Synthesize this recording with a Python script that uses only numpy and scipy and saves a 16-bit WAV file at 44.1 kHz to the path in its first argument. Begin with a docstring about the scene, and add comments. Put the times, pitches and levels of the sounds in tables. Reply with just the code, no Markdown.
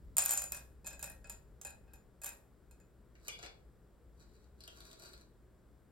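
"""A handful of plastic gems tumbles into a glass bowl on a craft table; fingertips nudge the pile flat.
Every contact is a bright tick that knocks the bowl and sets its rim and wall ringing. Off to the side,
a second glass bowl is picked up with a clink, its rim singing as it slides off the table, and is turned
over in the hands, which tap and rub on it. Underneath lie a dull table rumble and the air and faint
mains hum of a small room, all heard from a phone standing close by."""
import sys
import numpy as np
from scipy import signal
from scipy.fft import rfft, irfft, next_fast_len
from scipy.io import wavfile

SR = 44100
rng = np.random.default_rng(int(sys.argv[2]) if len(sys.argv) > 2 else 0)


def int16_out(signal):
    """Quantize to a 16-bit WAV file."""
    q = np.round(np.clip(np.atleast_2d(signal).T, -1, 1) * 32767)
    wavfile.write(sys.argv[1], SR, q.astype(np.int16))


N = 260835
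TIME = np.arange(N) / SR

# gem hits, the tumble and then the nudges: (time [s], tick [dB], chime [dB], extra push on the bowl [dB])
GEM_HITS = [(0.1684, -30, -30.5, -5), (0.1824, -22, -40, -2), (0.1873, -33, -26.5, 0),
            (0.222, -32.5, -37.5, 0), (0.2376, -40, -58, -8), (0.253, -35.5, -52, -2),
            (0.26, -27, -50, -2.5), (0.2931, -33.5, -33, -0.5), (0.3085, -28.5, -35, -5),
            (0.3183, -33, -32.5, -9.5), (0.325, -41, -42, 1), (0.336, -33, -55, 0),
            (0.375, -30.5, -31.5, -2.5), (0.4191, -38, -40, -2.5), (0.4389, -38.5, -41.5, -7),
            (0.521, -35, -43.5, 2), (0.547, -45, -47, 1), (0.5663, -49, -66, 2), (0.8455, -66, -56.5, 5),
            (0.8615, -55, -48.5, 0), (0.868, -47, -40.5, -4), (0.874, -43, -64, -2), (0.908, -58, -71, 7),
            (0.929, -59, -52.5, 2.5), (0.9938, -50, -51.5, -1), (1.0276, -40, -43, 3.5),
            (1.0411, -42, -64, 1), (1.0756, -54, -68, 4.5), (1.0985, -48.5, -64, -0.5),
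            (1.1176, -55.5, -72, -18), (1.2439, -76, -57.5, 6.5), (1.2719, -61.5, -73, -0.5),
            (1.297, -44, -43.5, -0.5), (1.6142, -47, -57.5, -13), (1.6495, -43.5, -44.5, 3.5),
            (1.6694, -47, -55, 2.5), (1.6923, -59, -73, -3), (1.879, -85, -86, 8),
            (1.935, -56.5, -62, -1.5), (2.2167, -53, -51.5, -1), (2.2357, -45, -50, -3.5),
            (2.2439, -39.5, -62, -2), (2.2595, -43, -46, -23), (2.264, -42, -52, 1),
            (2.277, -48.5, -62, 0.5), (2.2909, -45, -63, -2), (2.7112, -63, -65.5, -4.5),
            (2.801, -74, -67, -5.5)]
# bright tick of gem on gem and glass: (frequency [Hz], relative level [dB])
TICK_COLOUR = [(300, -46.5), (700, -10.5), (3800, -17.5), (5200, -15.5), (6200, -6.5), (7800, -7),
               (8500, -9), (9450, 6.5), (10200, -10.5), (11000, -12.5), (11800, -0.5), (12900, -13),
               (14200, -10), (15500, -16.5)]
# knock of the bowl, damped by pile and hand: (frequency [Hz], width [Hz], relative level [dB])
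KNOCK_MODES = [(231, 120, -15.5), (528, 100, -2.5), (613, 108, 2.5), (814, 100, -1), (974, 220, -5),
               (1335, 71.7, -6), (1635, 160, 0.5), (1874, 8, -4.5), (3100, 247, -17), (3660, 97, -11),
               (4040, 390, -11), (5220, 111, -4.5)]
# clink of the rim, a close pair of modes: (frequency [Hz], width [Hz], relative level [dB])
CLINK_MODES = [(2513, 60, 0), (2570, 220, -10)]
# high chime of the wall: (frequency [Hz], width [Hz], relative level [dB])
CHIME_MODES = [(6774, 24, -14), (7003, 14, -5), (7138, 12, -1), (7200, 24, -6), (7338, 20, -10),
               (7170, 340, -7), (7828, 20, -15), (8080, 20, -14), (8420, 16, -16), (8820, 20, -15),
               (9430, 24, -13), (11762, 14, -19)]


def gems(medium_blow_db=-38.5):
    """Every contact ticks, knocks the bowl and sets its rim and wall ringing."""
    times, tick_db, chime_db, push_db = topple(GEM_HITS)
    blow_db = 10 * np.log10(from_db(tick_db) ** 2 + from_db(chime_db) ** 2) - medium_blow_db
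    # the bowl's low modes swing less from blow to blow than the tick does
    knock_db = -51.5 + 0.52 * blow_db + push_db
    clink_db = -58.5 + 0.6 * blow_db + push_db
    # a falling gem lands in one clean crack; a nudged one chatters against its neighbours
    loose_db = np.minimum(0.6 * (tick_db.max() - tick_db), 10)
    cracks = [contact(chatter_s=0.003, chatter_db=db - 6, settle_s=0.02, settle_db=db - 12)
              for db in loose_db]
    # the pile passes the blow on to the glass over a few ms
    pushes = [contact(chatter_s=0.01, chatter_db=2, settle_s=0.0096, settle_db=-4) for _ in times]
    tick, count = colour(TICK_COLOUR), len(times)
    ticks = strike(times, tick_db, cracks, [gem_tick(tick) for _ in times], attack_s=0.0054, held_s=0.0045)
    knocks = strike(times, knock_db, pushes, spots(KNOCK_MODES, count), attack_s=0.0038, held_s=0.025)
    clinks = strike(times, clink_db, pushes, [body(CLINK_MODES)] * count, attack_s=0.0086, held_s=0.017)
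    chimes = strike(times, chime_db, pushes, spots(CHIME_MODES, count), attack_s=0.0049, held_s=0.05)
    return ticks + knocks + clinks + chimes


def topple(hits, neighbours=2, after_s=0.022):
    """Each hit unsettles neighbours that land softly just after it; returns the columns of all contacts."""
    times, tick_db, chime_db, push_db = np.repeat(hits, neighbours, axis=0).T
    wait, luck = rng.standard_normal((len(times), 2)).T
    weaker_db = -14.5 + 2.5 * luck
    toppled = [times + after_s * np.abs(wait), tick_db + weaker_db, chime_db + weaker_db, push_db - 2]
    return np.hstack([np.transpose(hits), toppled])


def gem_tick(tick, ring_db=-2, width_hz=200, size=1024):
    """Each gem adds six short, glittering resonances of its own to the common tick."""
    modes = [(hz, width_hz, 0) for hz in rng.uniform(6000, 16000, 6)]
    ring = from_db(ring_db) * body(modes, size)
    ring[0] += 1   # lets the plain tick through
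    return signal.fftconvolve(ring, tick[:size])


def spots(modes, count, spread_db=3.5):
    """One response per blow: each spot of the bowl favours other modes."""
    shapes = np.array([(-1) ** k * from_db(db) * np.sqrt(width) * body([(hz, width, 0)])
                       for k, (hz, width, db) in enumerate(modes)])
    return from_db(spread_db * rng.standard_normal((count, len(modes)))) @ shapes


# bumps of the second bowl: (time [s], strength [dB], note of the touched spot [Hz])
PICK_UP_BUMPS = [(3.153, -68, 1490), (3.282, -43.5, 3040), (3.293, -69, 4830), (3.3892, -53.5, 2200),
                 (3.4278, -51.5, 1590), (3.436, -52, 710), (3.4516, -54.5, 600), (3.462, -55, 4840)]
# its ring in the hand: (frequency [Hz], width [Hz], relative level [dB])
HELD_MODES = [(462, 120, 0), (658, 103, -1), (740, 130, -2), (1214, 56, -1.5), (1540, 120, -3),
              (2250, 175, 2), (2510, 114, -0.5), (2822, 61, 3.5), (3476, 170, -1.5), (4260, 200, -4),
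              (4710, 61, 1), (6370, 1030, -8)]


def pick_up():
    """The second bowl is lifted: one hard clink among duller bumps."""
    return touch_bowl(PICK_UP_BUMPS, HELD_MODES,
                      tick_db=1.5, body_db=0.5, note_db=-3, note_width_hz=150, dulling=1.8)


# light taps on its wall: (time [s], strength [dB], note of the touched spot [Hz])
FINGER_TAPS = [(4.6055, -56.5, 4080), (4.6375, -56, 4350), (4.677, -51, 3320), (4.8046, -55, 4170),
               (4.914, -57, 3800), (5.029, -61, 1250), (5.059, -60, 4360), (5.1366, -58.5, 4500)]
# wall modes under a tapping or rubbing fingertip: (frequency [Hz], width [Hz], relative level [dB])
FINGERTIP_MODES = [(378, 50, 2), (640, 17.6, 7), (1135, 73, -1.5), (1434, 200, -3), (2590, 94, -16),
                   (3876, 160, -2.5), (4670, 170, 0)]


def finger_taps():
    """Fingers land on the glass as the bowl turns, each with a short, damped note."""
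    return touch_bowl(FINGER_TAPS, FINGERTIP_MODES,
                      tick_db=-2.5, body_db=-6.5, note_db=2, note_width_hz=430, dulling=0.27)


# glassy edge of a tap on the rim: (frequency [Hz], relative level [dB])
RIM_TICK_COLOUR = [(1500, -83), (4000, -11), (6500, -2), (8000, -2.5), (8830, 5.5), (9300, 4),
                   (10800, -7.5), (11400, 1), (13000, -2.5), (15500, -30)]


def touch_bowl(touches, modes, tick_db, body_db, note_db, note_width_hz, dulling):
    """Each touch ticks, rings the held bowl and sounds its spot's note; softer ones lose their tick."""
    times, db, note_hz = np.transpose(touches)
    forces = [contact(chatter_s=0.0024, chatter_db=10, settle_s=0.0062, settle_db=3) for _ in times]
    dulled_db = db + tick_db - dulling * (db.max() - db)
    rim_ticks = [colour(RIM_TICK_COLOUR)] * len(times)
    spot_rings = [body([(hz, note_width_hz, 0)]) for hz in note_hz]
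    ticks = strike(times, dulled_db, forces, rim_ticks, attack_s=0.0043, held_s=0.0043)
    knocks = strike(times, db + body_db, forces, [body(modes)] * len(times), attack_s=0.0064, held_s=0.025)
    notes = strike(times, db + note_db, forces, spot_rings, attack_s=0.0024, held_s=0.025)
    return ticks + knocks + notes


# swell and fade of the sliding rim: (time [s], level [dB])
SLIDE_ENVELOPE = [(3.28, -110), (3.3, -63), (3.335, -56.5), (3.37, -65), (3.42, -72), (3.47, -68),
                  (3.6, -105)]
# its singing modes: (frequency [Hz], width [Hz], relative level [dB])
SINGING_MODES = [(2277, 25, 0), (2340, 60, -9), (2840, 120, -12), (3375, 30, 1), (3480, 110, -8),
                 (4786, 200, -13)]


def rim_slide():
    """Grainy friction makes the second bowl's rim sing as it slides off the table."""
    return gain_curve(SLIDE_ENVELOPE) * through(grains(N, spread_db=3.7), body(SINGING_MODES))


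# strokes of skin on glass: (start [s], length [s], relative level [dB])
SKIN_STROKES = [(3.261, 0.035, -62.5), (3.421, 0.038, -67.5), (4.211, 0.02, -71.5), (4.287, 0.15, -77.5),
                (4.606, 0.12, -75), (4.759, 0.18, -65), (4.994, .14, -65.5), (5.036, 0.021, -64.5),
                (5.187, .025, -69.5)]
# hiss of the rubbing skin: (frequency [Hz], relative level [dB])
SKIN_COLOUR = [(200, -18), (640, -22), (950, -12.5), (1300, -16), (2000, -20.5), (2500, -12), (2850, -19),
               (3300, -18), (4500, -13), (5700, -8.5), (8500, -11.5), (12000, -14.5), (15500, -22)]


def rubbing(slips_per_s=120, grips_per_s=45, grip_db=2, attack_s=0.026, release_s=0.014):
    """Skin on glass grips and lets go: an uneven hiss with tiny separate slips that ring the wall."""
    slip_here = rng.random(N) < slips_per_s / SR
    slips = unit_energy(slip_here * rng.standard_normal(N)) * np.sqrt(N)
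    grip = np.interp(TIME * grips_per_s, np.arange(N), rng.standard_normal(N))
    pressure = np.zeros(N)
    for start, length, db in SKIN_STROKES:
        swell = np.exp(np.minimum(TIME - start, 0) / attack_s)
        release = np.exp(-np.maximum(TIME - start - length, 0) / release_s)
        pressure += from_db(db) * swell * release
    friction = (rng.standard_normal(N) + slips) * pressure * from_db(grip_db * grip)
    hiss = from_db(-5.5) * through(friction, colour(SKIN_COLOUR))
    ring = from_db(-6.5) * through(friction, body(FINGERTIP_MODES))
    return hiss + ring


def contact(chatter_s, chatter_db, settle_s, settle_db, size=4096):
    """Force of one contact: a click, a few ms of chatter, then a sparser crackle of settling."""
    t = TIME[:size]
    force = from_db(chatter_db) * unit_energy(grains(size, spread_db=5.1) * np.exp(-t / chatter_s))
    force += from_db(settle_db) * unit_energy(grains(size, spread_db=12) * np.exp(-t / settle_s))
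    force[0] += 1
    return force


def grains(size, spread_db):
    """Random micro-impacts of very uneven strength, rms 1."""
    impacts = rng.standard_normal(size) * from_db(spread_db * np.clip(rng.standard_normal(size), -2, 2))
    return unit_energy(impacts) * np.sqrt(size)


def strike(times, levels_db, forces, responses, attack_s, held_s):
    """Each force rings its response; the level is the energy of the first held_s spread over attack_s."""
    out = np.zeros(N)
    for time, db, force, response in zip(times, levels_db, forces, responses):
        hit = signal.fftconvolve(force, response)
        early_energy = np.sum(hit[:int(held_s * SR)] ** 2)
        hit *= from_db(db) * np.sqrt(attack_s * SR / early_energy)
        start = int(time * SR)
        out[start:start + len(hit)] += hit[:N - start]
    return out


def body(modes, size=6000):
    """Ring of a struck object: decaying sines, the narrower the longer."""
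    t = TIME[:size]
    ring = np.zeros(size)
    for k, (hz, width, db) in enumerate(modes):
        envelope = from_db(db) * width * np.exp(-np.pi * width * t)
        ring += (-1) ** k * envelope * np.sin(2 * np.pi * hz * t)
    return unit_energy(ring)


def colour(points, size=8192):
    """An EQ curve as a causal (minimum-phase) impulse response."""
    hz, db = np.transpose(points)
    grid_hz = np.maximum(np.arange(size // 2 + 1) * SR / size, 1)
    gain = from_db(np.interp(np.log(grid_hz), np.log(hz), db))
    cepstrum = irfft(np.log(gain))
    cepstrum[1:size // 2] *= 2
    cepstrum[size // 2 + 1:] = 0
    return unit_energy(irfft(np.exp(rfft(cepstrum))))


def through(x, response):
    """A signal passed through an impulse response."""
    return signal.oaconvolve(x, response)[:N]


def gain_curve(rows):
    """A (time [s], level [dB]) envelope as a gain at every sample."""
    return from_db(np.interp(TIME, *np.transpose(rows)))


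def from_db(db):
    """Decibels to gain."""
    return 10 ** (np.asarray(db) / 20)


def unit_energy(x):
    """Scaled so that its squares sum to one."""
    return x / np.sqrt(np.sum(x ** 2) + 1e-20)


# the small room's reverb bands: (low edge [Hz], high edge [Hz], t60 [s], relative level [dB])
REVERB_BANDS = [(203, 920, 0.53, 1.5), (1110, 4930, 0.3, 0.5), (3616, 8740, 0.19, -7),
                (8300, 17000, 0.41, -13)]


def room_tail(build_s=0.0015, size=24000):
    """Dense reflections that build up quickly and linger longest in the lows."""
    t, tail = TIME[:size], 0
    for low, high, t60, db in REVERB_BANDS:
        envelope = from_db(-60 * t / t60) * (1 - np.exp(-t / build_s))
        reflections = unit_energy(rng.standard_normal(size) * envelope)
        band = signal.butter(2, [low, high], "band", fs=SR, output="sos")
        tail = tail + from_db(db) * signal.sosfilt(band, reflections)
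    return tail


def in_room(dry, wet_db, side_db, left_late_s=0):
    """Direct sound, which may reach the left channel later, plus the room's answer in each channel."""
    direct = np.array([np.roll(dry, round(left_late_s * SR)), dry])
    reverb = np.array([through(dry, tail) for tail in diffuse(room_tail, side_db)])
    return direct + from_db(wet_db) * reverb


def diffuse(make, side_db):
    """A wide stereo field: one part common to both channels and one opposed."""
    side = from_db(side_db)
    return (make() + side * make() * np.array([[1], [-1]])) / np.sqrt(1 + side ** 2)


# rise and fall of the table's rumble: (time [s], relative level [dB])
RUMBLE_ENVELOPE = [(0, -50), (.14, -51.5), (.22, -58.5), (.45, -56.5), (1.25, -57.5), (2.05, -61),
                   (2.15, -72), (3.3, -62), (5.9, -66)]
# its bass-heavy tone: (frequency [Hz], relative level [dB])
TABLE_COLOUR = [(15, -21), (30, -12), (45, -1), (62, 5.5), (85, -10.5), (130, -10.5), (250, -18),
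                (600, -56.5)]


def table_rumble(trim_db=-1):
    """The table rumbles dully under the moving arms."""
    rumble = diffuse(lambda: through(rng.standard_normal(N), colour(TABLE_COLOUR)), side_db=-14)
    return from_db(trim_db) * gain_curve(RUMBLE_ENVELOPE) * rumble


# dark room tone: (frequency [Hz], relative level [dB])
AIR_COLOUR = [(20, -16.5), (42, -0.5), (70, -4), (95, -14.5), (170, -9.5), (280, -14), (400, -11),
              (800, -25), (1500, -27.5), (2500, -38.5), (5000, -42), (10000, -40.5), (15500, -43.5)]


def room_air(level_db=-65):
    """The room's air is a steady bed of soft, low noise."""
    air = diffuse(lambda: through(rng.standard_normal(N), colour(AIR_COLOUR)), side_db=-9)
    return from_db(level_db) * air


# partials of the mains hum: (frequency [Hz], level [dB])
HUM_PARTIALS = [(59.5, -71), (120, -76)]


def mains_hum():
    """The mains hums faintly on two steady sines about an octave apart."""
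    return sum(np.sqrt(2) * from_db(db) * np.sin(2 * np.pi * (hz * TIME + rng.random()))
               for hz, db in HUM_PARTIALS)


def scene():
    """The gems lie straight ahead; the second bowl is handled off to the side."""
    second_bowl = pick_up() + finger_taps() + rim_slide() + rubbing()
    handling = in_room(second_bowl, wet_db=2.5, side_db=1.5, left_late_s=0.00023)
    tumble = in_room(gems(), wet_db=0.5, side_db=-1.5)
    return tumble + handling + room_air() + table_rumble() + mains_hum()


def record(dry, lean_left_db=2, treble_from_hz=6120, treble_lag_samples=11, cutoff_hz=16050):
    """The phone is stereo in the lows; its treble is one signal that reaches the left a little late."""
    size = next_fast_len(N + 2048)
    hz = np.arange(size // 2 + 1) * SR / size
    left, right = rfft(dry, size)
    stereo_share = 1 / (1 + (hz / treble_from_hz) ** 20)
    late = right * np.exp(-2j * np.pi * hz * treble_lag_samples / SR)
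    left = np.sqrt(stereo_share) * from_db(lean_left_db / 2) * left + np.sqrt(1 - stereo_share) * late
    right = right * from_db(-lean_left_db / 2 * stereo_share)
    low_pass = 1 / np.sqrt(1 + (hz / cutoff_hz) ** 160)
    return irfft(np.array([left, right]) * low_pass, size)[:, :N]


dry = scene()
out = record(dry)
int16_out(out)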